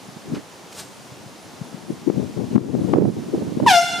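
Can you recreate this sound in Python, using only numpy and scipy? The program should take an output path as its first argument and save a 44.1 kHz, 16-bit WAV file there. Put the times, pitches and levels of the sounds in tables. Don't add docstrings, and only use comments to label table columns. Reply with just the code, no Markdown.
import sys
import numpy as np
from scipy import signal
from scipy.fft import rfft, irfft
from scipy.io import wavfile
from scipy.ndimage import uniform_filter1d

SR = 44100
rng = np.random.default_rng(int(sys.argv[2]) if len(sys.argv) > 2 else 0)


def pcm_store(signal):
    levels = np.round(np.clip(np.atleast_2d(signal), -1, 1) * 32767)
    wavfile.write(sys.argv[1], SR, levels.astype(np.int16).T)


N = 176400

# f/Hz, level/dB
HORN_BELL = [(700, 2), (1000, -8), (1400, -6.5), (1700, -8), (2080, -11), (3460, -9.5), (4200, -16.5),
             (5500, -15), (7000, -22.5), (9500, -26.5), (15000, -38.5)]
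# f/Hz, level/dB
GAS_HISS = [(1000, -32), (2500, 1.5), (5500, -5), (9500, -9), (15000, -21)]
# delay t/s, level/dB, left minus right level/dB
WALL_ECHOES = [(.0029, -10.5, 12), (.0045, -14.5, 11.5), (.0105, -15.5, -6), (.0146, -8.5, 13.5),
               (.0249, -7.5, 2), (.0404, -11, 2), (.0582, -5, 1), (.112, -9.5, 1), (.268, -20, 0)]
# f/Hz, level/dB
TAIL_COLOUR = [(100, -28), (700, 0.5), (1400, 7.5), (2100, 7), (4000, 10.5), (8000, 16), (15000, 9.5)]
# f/Hz, likeness (1 = the same)
TAIL_LIKENESS = [(700, 0.98), (1300, 0.52), (4000, 0.95), (8000, 0.63), (14000, 0)]
# t/s, level/dB
GUSTS_LEFT = [(0.0, -49), (0.25, -49), (0.29, -29), (0.38, -30), (0.4, -50), (1.45, -49), (1.62, -41),
              (1.86, -42), (1.9, -31), (1.95, -39), (2.06, -36), (2.08, -19), (2.12, -26), (2.19, -19),
              (2.25, -22), (2.28, -31), (2.35, -34), (2.38, -21), (2.43, -21), (2.49, -33), (2.54, -21),
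              (2.62, -20), (2.65, -28), (2.69, -20), (2.72, -27), (2.745, -15), (2.78, -22), (2.88, -19),
              (3.06, -21), (3.12, -33), (3.17, -24), (3.21, -36), (3.41, -26), (3.54, -36), (3.64, -25)]
GUSTS_RIGHT = [(0.0, -48), (0.25, -48), (0.31, -32), (0.39, -32), (0.42, -50), (1.87, -48), (1.92, -30),
               (1.97, -45), (2.15, -36), (2.42, -38), (2.56, -28), (2.72, -35), (2.81, -19), (2.86, -34),
               (2.91, -31), (2.96, -15), (3.06, -14), (3.15, -35), (3.18, -26), (3.31, -38), (3.34, -25),
               (3.5, -24), (3.54, -32), (3.63, -19)]
# f/Hz, level/dB
WIND_RUMBLE = [(40, -54), (75, -15.5), (110, -4), (170, 0), (280, 0.5), (420, -7), (650, -21.5),
               (1000, -30.5), (2000, -66)]
# f/Hz, level/dB
WIND_CRACKLE = [(100, -25), (350, 10.5), (550, 12.5), (1100, -10), (4000, -37.5), (12000, -55)]
# t/s, peak level/dB, left minus right level/dB, edge level/dB, width t/s, swing f/Hz
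EDDIES = [(0.09, -32, 2, -14, 0.0057, 174), (0.169, -29, -8, -12, 0.0032, 187),
          (0.324, -21.5, 13, -23, 0.0045, 200), (0.337, -16.5, 3, -17, 0.0045, 240),
          (1.122, -31.5, -6, -21, 0.005, 139), (1.266, -36, 13, -25, .0067, 132),
          (1.617, -22, 11.5, -28, 0.0029, 146), (1.746, -26.5, 15, -24, 0.0026, 228),
          (1.904, -20.5, 15.5, -32, 0.0038, 278), (2.078, -14.5, 17, -22, 0.0064, 300),
          (2.101, -10, 16, -12, 0.0014, 340), (2.561, -3.5, 13.5, -15.5, 0.0059, 301),
          (2.580, -7.5, 17.5, -15.5, 0.0022, 210), (2.938, -3.5, 10.5, -4.5, 0.0036, 274),
          (2.95, -7, -11, -18, .002, 330), (2.973, -11.5, -15, -22, 0.0017, 437),
          (2.986, -2, -3.5, -13.5, .002, 345), (3.023, -11.5, -12, -27, 0.00086, 380),
          (3.342, -14.5, 13, -30, .005, 344), (3.573, -15, 13, -19.5, 0.0014, 295),
          (3.602, -15, 8.5, -8, 0.002, 408), (3.628, -14, -9, -17, 0.0039, 335)]
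# f/Hz, level/dB
EDDY_EDGE = [(200, 9.5), (700, 6), (1600, -7), (3000, -20.5), (6000, -36), (15000, -63)]
# f/Hz, level/dB
PORT_BASS_LOSS = [(50, -26), (125, 0)]
# peak t/s, level/dB, rise t/s, fall t/s
AIR_PUFFS = [(0.728, -43, 0.0052, 0.0034), (0.799, -32.5, 0.032, 0.021)]
# f/Hz, level/dB
PUFF_COLOUR = [(200, -4), (1000, -2), (2200, -3.5), (4200, -1.5), (8500, -3), (11000, -10), (15000, -17)]
# f/Hz, level/dB
RUSTLE_COLOUR = [(200, -22), (1200, 7), (4000, -5), (8000, -14), (15000, -30)]
# f/Hz, level/dB
HISS_COLOUR = [(15, -67), (25, -23), (160, -2.5), (845, -4), (1300, -9.5), (2100, -13), (6520, -16),
               (8300, -21), (9760, -19.5), (10900, -25), (15400, -30)]
# f/Hz, likeness (1 = the same)
HISS_LIKENESS = [(550, 1), (1600, 0.42), (5000, 0.8), (14000, 0.13)]
# start t/s, length t/s
INSECT_TRILLS = [(0.018, 0.11), (0.913, 0.073), (1.37, 0.11), (1.62, 0.09), (1.854, 0.11), (2.795, 0.083),
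                 (3.04, 0.1)]

HORN_ON_S, HORN_OFF_S, VALVE_OPEN_S, VALVE_CLOSE_S = 3.6618, 3.787, 0.0026, 0.0092
NOTE_HZ, SWOOP_HZ, SWOOP_S = 690.5, 314.8, 0.036
SETTLE_S, BRIGHTEN_S, PRESSURE_BUILD_S = 0.035, 0.025, 0.094
LAST_GUST_S, LAST_GUST_DB = 3.69, -17.5
CRACKLE_KNEE_DB, CRACKLE_GROWTH = -20, 2.7
TAIL_FADE_S, TREBLE_FADE_S = 1.9, 1
LOW_CUT_HZ, HIGH_CUT_HZ = 70, 15500
CEILING_DB, LIMIT_ATTACK_S, RECOVER_DB_PER_S = -3, 0.0097, 23
TIME, FREQS = np.arange(N) / SR, np.fft.rfftfreq(N, 1 / SR)


def gas_horn():
    age = np.maximum(TIME - HORN_ON_S, 0)
    wobble = 0.0005 + 0.018 * np.exp(-age / SETTLE_S)
    hz = NOTE_HZ + SWOOP_HZ * np.exp(-(age / SWOOP_S) ** 1.35)
    hz = hz * (1 + wobble * drift(hz=230))
    phase = 2 * np.pi * np.cumsum(hz * (age > 0)) / SR
    muffled = np.maximum(1 - age / BRIGHTEN_S, 0)
    low_pressure = np.maximum(1 - age / PRESSURE_BUILD_S, 0)
    tone = np.zeros(N)
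    for k in range(1, 23):
        db = read_table(HORN_BELL, k * hz) - 40 * muffled * np.log10(2 * k - 1)
        db -= 0.0017 * low_pressure * (k - 2.5) * NOTE_HZ
        tone += gain(db) * (k * hz < SR / 2) * np.sin(k * phase + np.pi * k * k / 7)
    hiss = stereo(noise(GAS_HISS), noise(GAS_HISS), likeness=0.59)
    hiss *= 1 + np.cos(phase)
    hiss *= gain(-11) * swell(at=3.705, rise=0.016, fall=0.061)
    opening = np.minimum(age / VALVE_OPEN_S, 1)
    closing = np.exp(-np.maximum(TIME - HORN_OFF_S, 0) / VALVE_CLOSE_S)
    flow = gain(6 - 8.5 * low_pressure) * opening * closing
    return flow * tone, flow * hiss


def garden_echoes(sound):
    t = np.arange(SR) / SR
    bounces = rng.standard_normal((2, SR))
    bounces *= (rng.random((2, SR)) < 2500 / SR) & (t > 0.016)
    low = signal.sosfilt(signal.butter(2, 5000, fs=SR, output="sos"), bounces)
    tail = low * gain(-60 * t / TAIL_FADE_S) + (bounces - low) * gain(-60 * t / TREBLE_FADE_S)
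    tail = colour(tail / np.linalg.norm(tail[0]), TAIL_COLOUR)
    likeness = read_table(TAIL_LIKENESS, np.fft.rfftfreq(SR, 1 / SR))
    response = gain(-9.5) * irfft(stereo(*rfft(tail), likeness), SR)
    response[:, 0] += 1
    for delay, db, pan_db in WALL_ECHOES:
        response[:, round(delay * SR)] += gain([db + pan_db / 2, db - pan_db / 2])
    return signal.fftconvolve(sound[None], response, axes=1)[:, :N]


def wind(gusts):
    db = np.interp(TIME, *np.transpose(gusts))
    last_gust = np.clip((TIME - LAST_GUST_S) / 0.0098 + 1, 0, 1)
    db += (LAST_GUST_DB - db) * last_gust
    force = gain(db + 1.5) * normalise(flutter(db=3, hz=50))
    crackle = normalise(noise(WIND_CRACKLE) * flutter(db=9, hz=116))
    crackle_gain = gain(CRACKLE_KNEE_DB - 17) * (force / gain(CRACKLE_KNEE_DB)) ** CRACKLE_GROWTH
    return force * noise(WIND_RUMBLE) + crackle_gain * crackle


def wind_thumps():
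    thumps = np.zeros((2, N))
    for channel, side in enumerate((1, -1)):
        uneven_time = np.cumsum(1 + 0.22 * drift(hz=160)) / SR
        edge = noise(EDDY_EDGE)
        for at, db, pan_db, edge_db, width, hz in EDDIES:
            near = abs(TIME - at) < 4 * width
            bump = np.exp(-((TIME[near] - at) / width) ** 2 / 2)
            swings = np.sin(2 * np.pi * hz * (uneven_time[near] - uneven_time[round(at * SR)]))
            eddy = normalise(swings * bump) + gain(edge_db) * normalise(edge[near] * bump ** 2)
            thumps[channel, near] += gain(db + side * pan_db / 2) * eddy / abs(eddy).max()
    return colour(thumps, PORT_BASS_LOSS)


def air_puff():
    return noise(PUFF_COLOUR) * sum(gain(db) * swell(at, rise, fall) for at, db, rise, fall in AIR_PUFFS)


def rustle():
    hiss = stereo(noise(RUSTLE_COLOUR), noise(RUSTLE_COLOUR), likeness=0.96)
    return hiss * gain(-35.5) * swell(at=0.348, rise=0.002, fall=0.026)


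def outdoor_hiss():
    likeness = read_table(HISS_LIKENESS, FREQS)
    spectrum = stereo(rfft(noise(HISS_COLOUR)), rfft(noise(HISS_COLOUR)), likeness)
    return irfft(spectrum, N) * gain(-43 + 0.35 * drift(hz=4))


def insect(pitch_hz=10080, width_hz=125):
    band = np.exp(-((FREQS - pitch_hz) / width_hz) ** 2 / 2)
    whine = normalise(irfft(rfft(rng.standard_normal(N)) * band, N))
    bursts = np.zeros(N)
    for at, length in INSECT_TRILLS:
        progress = np.clip((TIME - at) / length, 0, 1)
        bursts += np.sqrt(abs(np.sin(np.pi * progress)))
    return gain(-61) * whine * bursts


def gain(db):
    return 10 ** (np.asarray(db) / 20)


def normalise(x):
    return x / np.sqrt(np.mean(x ** 2) + 1e-20)


def read_table(table, hz):
    f, value = np.transpose(table)
    return np.interp(np.log(hz + 1), np.log(f + 1), value)


def colour(x, table):
    size = x.shape[-1]
    return irfft(rfft(x) * gain(read_table(table, np.fft.rfftfreq(size, 1 / SR))), size)


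def noise(table):
    return normalise(colour(rng.standard_normal(N), table))


def drift(hz):
    return normalise(irfft(rfft(rng.standard_normal(N)) / (1 + (FREQS / hz) ** 4), N))


def flutter(db, hz):
    return gain(db * np.clip(drift(hz), -2, 2))


def stereo(a, b, likeness):
    shared = np.sqrt((1 + likeness) / 2) * a
    apart = np.sqrt((1 - likeness) / 2) * b
    return np.array([shared + apart, shared - apart])


def swell(at, rise, fall):
    t = TIME - at
    return np.exp(np.where(t < 0, t / rise, -t / fall))


def scene():
    puff, echo_share = air_puff(), 0.21
    tone, gas_hiss = gas_horn()
    horn_and_puff = garden_echoes(tone + echo_share * puff) + gas_hiss + (1 - echo_share) * puff
    gusts = np.array([wind(GUSTS_LEFT), wind(GUSTS_RIGHT)])
    return horn_and_puff + gusts + wind_thumps() + outdoor_hiss() + rustle() + insect()


def record(dry):
    dry = signal.sosfilt(signal.butter(4, LOW_CUT_HZ, "highpass", fs=SR, output="sos"), dry)
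    peak_db = 20 * np.log10(abs(dry).max(0) + 1e-9)
    over_db = np.maximum(peak_db - CEILING_DB, 0)
    recovery_db = TIME * RECOVER_DB_PER_S
    held_db = np.maximum.accumulate(over_db + recovery_db) - recovery_db
    dip_db = uniform_filter1d(held_db, round(LIMIT_ATTACK_S * SR))
    limited = np.clip(dry * gain(-dip_db), -1, 1)
    high_cut = signal.firwin(1023, HIGH_CUT_HZ, window=("kaiser", 9), fs=SR)
    return signal.oaconvolve(limited, high_cut[None], "same")


dry = scene()
out = record(dry)
pcm_store(out)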